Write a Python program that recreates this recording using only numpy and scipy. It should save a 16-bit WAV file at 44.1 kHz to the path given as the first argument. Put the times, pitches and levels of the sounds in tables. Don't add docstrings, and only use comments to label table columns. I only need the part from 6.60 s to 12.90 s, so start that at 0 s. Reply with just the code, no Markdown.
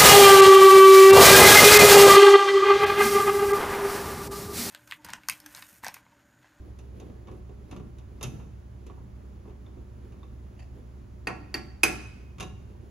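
import sys
import numpy as np
from scipy import signal
from scipy.fft import rfft, irfft
from scipy.io import wavfile

SR = 44100
rng = np.random.default_rng(int(sys.argv[2]) if len(sys.argv) > 2 else 0)


def wrap_up_sound(samples):
    columns = np.atleast_2d(samples).T
    tamed = np.clip(columns, -1, 1)
    steps = np.round(tamed * 32767).astype(np.int16)
    wavfile.write(sys.argv[1], SR, steps)


N = 277830

# (time [s], thud level [dB], thud pitch [Hz], clack level [dB], hardness [dB/octave])
CLANKS = [(4.6703, 9.5, 304, 10.5, -4), (4.9413, 10.5, 300, 3.5, 0.5), (5.2328, 18, 365, 14.5, 3)]
# (frequency [Hz], gain [dB])
CLANK_SPECTRUM = [(150, -13.5), (500, -0.5), (1200, 0.5), (2500, -0.5), (3700, -13.5), (5200, -9.5),
                  (6800, -17.5), (8300, -11), (9800, -28), (12500, -23)]
# (centre [Hz], width [Hz], gain [dB])
HEADSTOCK_RESONANCES = [(336.5, 170, 5), (559, 170, -3.5), (754, 48, 5.5), (3340, 670, -1),
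                        (11500, 500, -3), (13100, 640, -2.5)]

def tool_clanks(shop):
    out = np.zeros((2, N))
    for spot, (time_s, *contact) in enumerate(CLANKS):
        colour = contact_spectrum(CLANK_SPECTRUM, *contact)
        add(out, time_s, blow(colour, HEADSTOCK_RESONANCES, shop, rise_s=.001, body_db=-1.1, room_db=.34))
        add(out, time_s + .00077, steel_ring(spot, shop))
        add(out, time_s + .0014, tick(colour))
        add(out, time_s + .0015, shimmer(colour))
    return out


# (frequency [Hz], t60 [s], level at spot 0 [dB], at spot 1 [dB], at spot 2 [dB])
STEEL_MODES = [(1870, .08, -29, -31, -33), (2440, .06, -33, -42, -24), (2520, .048, -30, -41, -9),
               (2680, .06, -28, -35, -27), (4580, .036, -30, -22, -38), (4950, .025, -48, -32, -25),
               (6140, .11, -50, -55, -27), (6560, .05, -45, -55, -36), (7060, .06, -58, -50, -31),
               (7900, .08, -43, -50, -26), (8200, .06, -52, -50, -26), (9200, .08, -62, -55, -30),
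               (10760, .05, -46, -47, -25), (10950, .05, -50, -50, -28), (12200, .06, -50, -39, -26),
               (13870, .07, -70, -60, -26)]

def steel_ring(spot, shop, rise_s=.00069, twin_db=-9, size=8192):
    t, out = np.arange(size) / SR, np.zeros((2, 2 * SR))
    for hz, t60, *spot_db in STEEL_MODES:
        phase, twin_phase = rng.uniform(0, 2 * np.pi, (2, 1, 1)) + .17 * rng.standard_normal((2, 2, 1))
        twin_hz = hz + 30 * np.sqrt(hz / 2500) * rng.choice([-1, 1])
        pair = np.sin(2 * np.pi * hz * t + phase)
        pair += gain_of(twin_db) * np.sin(2 * np.pi * twin_hz * t + twin_phase)
        envelope = gain_of(spot_db[spot] + 3 - 60 * t / t60) * (1 - np.exp(-t / rise_s))
        ring = unit_rms(pair * envelope) * np.sqrt(np.mean(envelope ** 2) / 2)
        add(out, 0, ring)
        add(out, 0, gain_of(read(SHOP_GAIN, hz)) * equal_energy_echo(ring, shop))
    return out


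def tick(colour, level_db=-5, size=2048):
    hz = bins(size)
    highpass_db = -10 * np.log10(1 + (3500 / (hz + 50)) ** 2)
    spike = filtered(signal.unit_impulse(size), read(colour, hz) + level_db + highpass_db)
    return np.array([spike, spike])


def shimmer(colour, level_db=-55, mean_t60_s=.31, count=60, size=20000):
    t, out = np.arange(size) / SR, np.zeros((2, size))
    for hz in np.geomspace(2900, 14000, count):
        detune, life, strength = rng.random(3)
        mode_hz = hz * (1 + .056 * (detune - .5))
        mode_db = level_db + read(colour, hz) + 17 * (strength - 2)
        envelope = gain_of(mode_db - 60 * t / (mean_t60_s * (.5 + life)))
        out += envelope * np.sin(2 * np.pi * (mode_hz * t + rng.random((2, 1))))
    return out


# (time [s], level [dB])
SCRAPE_LEVEL = [(3.96, -78), (3.99, -63), (4.005, -49), (4.03, -57.5), (4.05, -74), (4.09, -88)]
# (frequency [Hz], gain [dB])
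SCRAPE_SPECTRUM = [(400, -21), (750, 14.5), (1400, -16), (1900, 5.5), (2200, -4), (2600, 6.5), (3400, -15),
                   (4200, -16), (4600, 1.5), (5400, -15), (6500, -9), (13000, -26)]

def tool_scrape(shop, grain_db=4, room_db=-2):
    slips = noise_pair(N, MACHINE_COHERENCE) * gain_of(grain_db * drift(120))
    level_db = np.interp(np.arange(N) / SR, *np.transpose(SCRAPE_LEVEL), left=-np.inf, right=-np.inf)
    rasp = shaped_noise(slips, SCRAPE_SPECTRUM) * gain_of(level_db)
    return rasp + gain_of(room_db) * signal.fftconvolve(rasp, shop, axes=1)[:, :N]


# (time [s], thud level [dB], thud pitch [Hz], clack level [dB], hardness [dB/octave])
KNOCKS = [(0.188, -8, 380, -21.5, 2.5), (0.399, -5, 400, -17, 1.5), (0.417, 2, 410, -32, -1),
          (0.497, 1, 340, -23, -4), (0.671, -6, 380, -13.5, -3.5), (0.683, 6, 170, -8, -7),
          (0.712, 1.5, 398, -29, 2.5), (0.892, -0.5, 405, -35, 0), (1.111, -1, 168, -10.5, 0),
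          (1.124, 10, 224, -7.5, -4), (1.163, 1, 330, -13, -.5), (1.197, 7, 202, -15, -6),
          (1.384, -9, 160, -19.5, 0.5), (1.61, 4, 200, -3, -1.7), (1.628, -2, 380, -5, 5),
          (1.635, 19, 150, -3, 2.7), (1.797, 3, 204, -12.5, -7.5), (2.265, -2, 380, -21, 2.5),
          (2.298, 3.5, 200, -11, -8), (2.375, 2, 160, -14, -16), (2.853, -3.5, 298, -16, -9),
          (2.875, -2, 382, -21, -9), (2.895, -7, 170, -17, -5), (3.064, -3.5, 380, -21, -5),
          (3.17, 1, 313, -32, -6), (3.521, -1, 150, -19, -2.5), (3.631, -6, 300, -16, -5),
          (5.783, 7, 130, -9.5, -1.5), (5.799, 17.5, 91, -0.5, 0), (5.805, 3.5, 380, -0.5, 1.5),
          (5.826, 9.5, 158, -5, 1)]
# (frequency [Hz], gain [dB])
KNOCK_SPECTRUM = [(140, -11), (380, 1), (1050, 0.5), (2900, -10.5), (6000, -12.5), (10800, -23.5)]
# (centre [Hz], width [Hz], gain [dB])
CHUCK_RESONANCES = [(408, 74, 6.5), (1115, 290, 5.5), (1600, 740, -5.5), (2700, 660, 9.5), (3640, 350, 9),
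                    (4530, 3300, -4.5), (6230, 1400, 6.5), (9300, 480, 8)]

def drive_knocks(shop):
    out = np.zeros((2, N))
    for time_s, *contact in KNOCKS:
        colour = contact_spectrum(KNOCK_SPECTRUM, *contact)
        add(out, time_s, blow(colour, CHUCK_RESONANCES, shop, rise_s=.00054, body_db=-4.5, room_db=-3))
    return out


# (time [s], frequency [Hz], level [dB], t60 [s])
LOOSE_RINGS = [(0.189, 2700, -58, .06), (0.684, 1050, -47, .06), (1.164, 1170, -46, .07),
               (1.635, 1340, -47, .15), (1.635, 2570, -45, .22), (1.635, 6130, -52, .2),
               (2.299, 1130, -47, .07), (3.064, 3560, -55, .035), (3.631, 3600, -53, .035),
               (3.631, 1130, -52, .07), (5.799, 2400, -38, .04), (5.806, 2640, -37, .04),
               (5.805, 2826, -48, .5), (5.826, 3860, -53, .15), (5.826, 6864, -60, .25)]

def loose_parts(shop):
    t, out = np.arange(SR // 2) / SR, np.zeros((2, N))
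    for time_s, hz, db, t60 in LOOSE_RINGS:
        ring = gain_of(db - 60 * t / t60) * np.sin(2 * np.pi * hz * t + rng.random((2, 1)))
        add(out, time_s, ring)
        add(out, time_s, .5 * equal_energy_echo(ring, shop))
    return out


def contact_spectrum(clack_spectrum, thud_db, thud_hz, clack_db, hardness_db_oct, hard_above_hz=1020):
    hz = np.geomspace(40, 16000, 120)
    octaves = np.log2(hz / thud_hz)
    slope_db_oct = np.where(octaves < 0, -6.5, -13.5)
    thud = gain_of(thud_db + slope_db_oct * abs(octaves))
    tilt_db = hardness_db_oct * np.log2(np.maximum(hz / hard_above_hz, 1))
    clack = gain_of(clack_db + read(clack_spectrum, hz) + tilt_db)
    return np.c_[hz, 20 * np.log10(np.hypot(thud, clack))]


# (frequency [Hz], t60 [s])
CRACK_T60 = [(120, 0.17), (400, 0.19), (1200, 0.13), (3000, 0.12), (12000, 0.036)]
# (frequency [Hz], coherence [0..1])
MACHINE_COHERENCE = [(100, .95), (400, 0.7), (800, 0.06), (2500, 0.88), (5500, 0.6), (7200, .55), (8000, 1)]

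def blow(colour, resonances, shop, rise_s, body_db, room_db, size=16384):
    hz = bins(size)
    lowpass_db = -10 * np.log10(1 + (hz / 14200) ** 40)
    highpass_db = -10 * np.log10(1 + (75 / (hz + 1)) ** 4)
    db = read(colour, hz) + lowpass_db + highpass_db
    for centre_hz, width_hz, peak_db in resonances:
        db += peak_db / (1 + (2 * (hz - centre_hz) / width_hz) ** 2)
    crack = filtered(noise_burst(size, MACHINE_COHERENCE, CRACK_T60, rise_s), db)
    out = gain_of(room_db) * signal.fftconvolve(crack, shop, axes=1)
    add(out, 0, crack)
    add(out, 0, body_ring(colour, body_db, size))
    return out


# (frequency [Hz], level [dB], t60 [s])
BODY_MODES = [(183, -55, .5), (320, -52, .5), (371, -53, .45), (420, -53, .4), (598, -58, .5),
              (743, -48, .42), (960, -52, .25), (1085, -54, .45), (1370, -53, .5), (1690, -50, .38),
              (2050, -54, .3), (2170, -55, .33), (2686, -57, .55)]

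def body_ring(colour, level_db, size, rise_s=.0029):
    t, out = np.arange(size) / SR, np.zeros((2, size))
    for hz, mode_db, t60 in BODY_MODES:
        phase = rng.uniform(0, 2 * np.pi) + .55 * rng.standard_normal((2, 1))
        decay = gain_of(level_db + mode_db + read(colour, hz) - 60 * t / t60)
        out += decay * (1 - np.exp(-t / rise_s)) * np.sin(2 * np.pi * hz * t + phase)
    return out


# (time [s], level [dB])
SPINDLE_LEVEL = [(0, -52.5), (.45, -55), (.9, -57.5), (1.4, -57), (1.8, -51), (2.1, -66), (2.4, -60.5),
                 (3.1, -61.5), (3.6, -58), (5.5, -66.5), (6.3, -61.5)]
# (frequency [Hz], gain [dB])
SPINDLE_SPECTRUM = [(60, -26), (150, 2.5), (400, 2), (600, -10), (1200, -22.5), (2500, -28), (6000, -37.5)]

def spindle_rumble(flutter_db=4.04):
    rumble = shaped_noise(noise_pair(N, MACHINE_COHERENCE), SPINDLE_SPECTRUM)
    level_db = np.interp(np.arange(N) / SR, *np.transpose(SPINDLE_LEVEL))
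    return rumble * gain_of(level_db + flutter_db * drift(14))


# (frequency [Hz], level [dB])
MOTOR_TONES = [(32, -65.5), (57.7, -63), (64.7, -46), (120, -54), (199, -61.5), (240, -69), (292, -74.5),
               (359, -65), (592, -74.5)]

def motor_hum(waver_rad=.49, throb_db=.3):
    t, out = np.arange(N) / SR, np.zeros(N)
    for hz, db in MOTOR_TONES:
        amplitude = np.sqrt(2) * gain_of(db + throb_db * drift(4.5))
        out += amplitude * np.sin(2 * np.pi * hz * t + waver_rad * drift(3.4))
    return out


# (frequency [Hz], gain [dB])
AIR_SPECTRUM = [(22, -25), (45, 0.5), (70, -2.5), (105, 1), (145, -12.5), (200, -10), (380, -18.5),
                (500, -22.5), (1000, -27.5), (2000, -36.5), (4000, -45), (6800, -45.5), (11500, -53),
                (15500, -44.5)]
# (frequency [Hz], coherence [-1..1])
AIR_COHERENCE = [(60, 1), (130, 0.83), (290, 0.37), (640, -0.41), (1400, 0.014), (3100, 0.52), (6800, 0.41),
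                 (8000, 1)]

def moving_air(level_db=-47):
    return gain_of(level_db) * shaped_noise(noise_pair(N, AIR_COHERENCE), AIR_SPECTRUM)


# (frequency [Hz], t60 [s])
SHOP_T60 = [(150, 0.64), (500, 0.57), (2500, 0.87), (6000, 0.7), (13000, 0.5)]
# (frequency [Hz], gain [dB])
SHOP_GAIN = [(150, 8.5), (500, -6.5), (1500, -10.5), (3000, -11.5), (6000, -11), (13000, -14.5)]

def shop_response(predelay_s=.006, early_db=-9, size=40960):
    coherence = [(100, 1), (700, .13), (2500, .47), (7000, .33), (8000, 1)]
    tail = filtered(noise_burst(size, coherence, SHOP_T60, rise_s=.0015), read(SHOP_GAIN, bins(size)))
    early = noise_burst(size, coherence, t60_table=[(200, .25), (8000, .23)], rise_s=.0091)
    return np.pad(tail + gain_of(early_db) * early, ((0, 0), (round(predelay_s * SR), 0)))


def equal_energy_echo(ring, shop):
    echo = signal.fftconvolve(ring, shop, axes=1)
    return echo * np.linalg.norm(ring) / np.linalg.norm(echo)


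def noise_burst(size, coherence, t60_table, rise_s):
    t, hz = np.arange(size) / SR, bins(size)
    spectrum = rfft(noise_pair(size, coherence))
    centres_hz = np.geomspace(120, 14000, 10)
    out = np.zeros((2, size))
    for centre_hz, one_hot in zip(centres_hz, np.eye(len(centres_hz))):
        weight = read(np.c_[centres_hz, one_hot], hz)
        envelope = (1 - np.exp(-t / rise_s)) * gain_of(-60 * t / read(t60_table, centre_hz))
        out += unit_rms(irfft(spectrum * weight) * envelope) * np.sqrt(np.mean(weight ** 2) / size)
    return out


def noise_pair(size, coherence):
    left, independent = rfft(rng.standard_normal((2, size)))
    shared = np.clip(read(coherence, bins(size)), -1, 1)
    right = shared * left + np.sqrt(1 - shared ** 2) * independent
    return irfft(np.array([left, right]), size)


def shaped_noise(noise, spectrum):
    return unit_rms(irfft(rfft(noise) * gain_of(read(spectrum, bins(N))), N))


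def drift(max_hz):
    t = np.arange(0, N / SR + .02, .002)
    rates_hz = np.geomspace(max_hz / 10, max_hz, 20)
    sines = sum(np.sin(2 * np.pi * (hz * t + rng.random())) / np.sqrt(hz) for hz in rates_hz)
    return np.interp(np.arange(N) / SR, t, unit_rms(sines))


def filtered(x, db):
    cepstrum = irfft(np.log(gain_of(db)))
    half = len(cepstrum) // 2
    cepstrum[1:half] *= 2
    cepstrum[half + 1:] = 0
    return irfft(rfft(x) * np.exp(rfft(cepstrum)))


def gain_of(db):
    return 10 ** (np.asarray(db) / 20)


def unit_rms(x):
    return x / np.sqrt(np.mean(x ** 2) + 1e-20)


def read(table, hz):
    table_hz, values = np.transpose(table)
    return np.interp(np.log(hz + 1), np.log(table_hz + 1), values)


def bins(size):
    return np.fft.rfftfreq(size, 1 / SR)


def add(mix, time_s, sound):
    part = mix[:, round(time_s * SR):][:, :sound.shape[1]]
    part += sound[:, :part.shape[1]]


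def scene():
    shop = shop_response()
    lathe = tool_scrape(shop) + tool_clanks(shop) + drive_knocks(shop) + loose_parts(shop)
    background = motor_hum() + moving_air() + spindle_rumble()
    return lathe * gain_of([[-.8], [.8]]) + background * gain_of([[-.9], [.8]])


# (frequency [Hz], phase lead [rad])
PORT_PHASE = [(0, 0), (700, -.4), (1900, .4), (2700, 0), (3600, -.6), (4600, -.5), (5300, -1.4),
              (6100, -.5), (7200, -.4), (7700, 3.1), (9000, 3.3), (10000, 6.2), (11500, 6.4), (12700, 9.3),
              (13800, 9.7), (14700, 12.5)]
# (frequency [Hz], gain [dB])
MIC_RESPONSE = [(1000, -1), (12200, -0.5), (14000, -0.5), (15000, -19.5), (16000, -2)]

def record(dry, cutoff_hz=15900):
    size = N + 4096
    hz = bins(size)
    phase_shift = np.exp(1j * np.array([[.5], [-.5]]) * read(PORT_PHASE, hz))
    pair = irfft(rfft(dry, size) * phase_shift * gain_of(read(MIC_RESPONSE, hz)), size)[:, :N]
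    lowpass = signal.firwin(511, cutoff_hz, window=("kaiser", 9), fs=SR)
    return signal.oaconvolve(pair, lowpass[None], "same")


dry = scene()
out = record(dry)
wrap_up_sound(out)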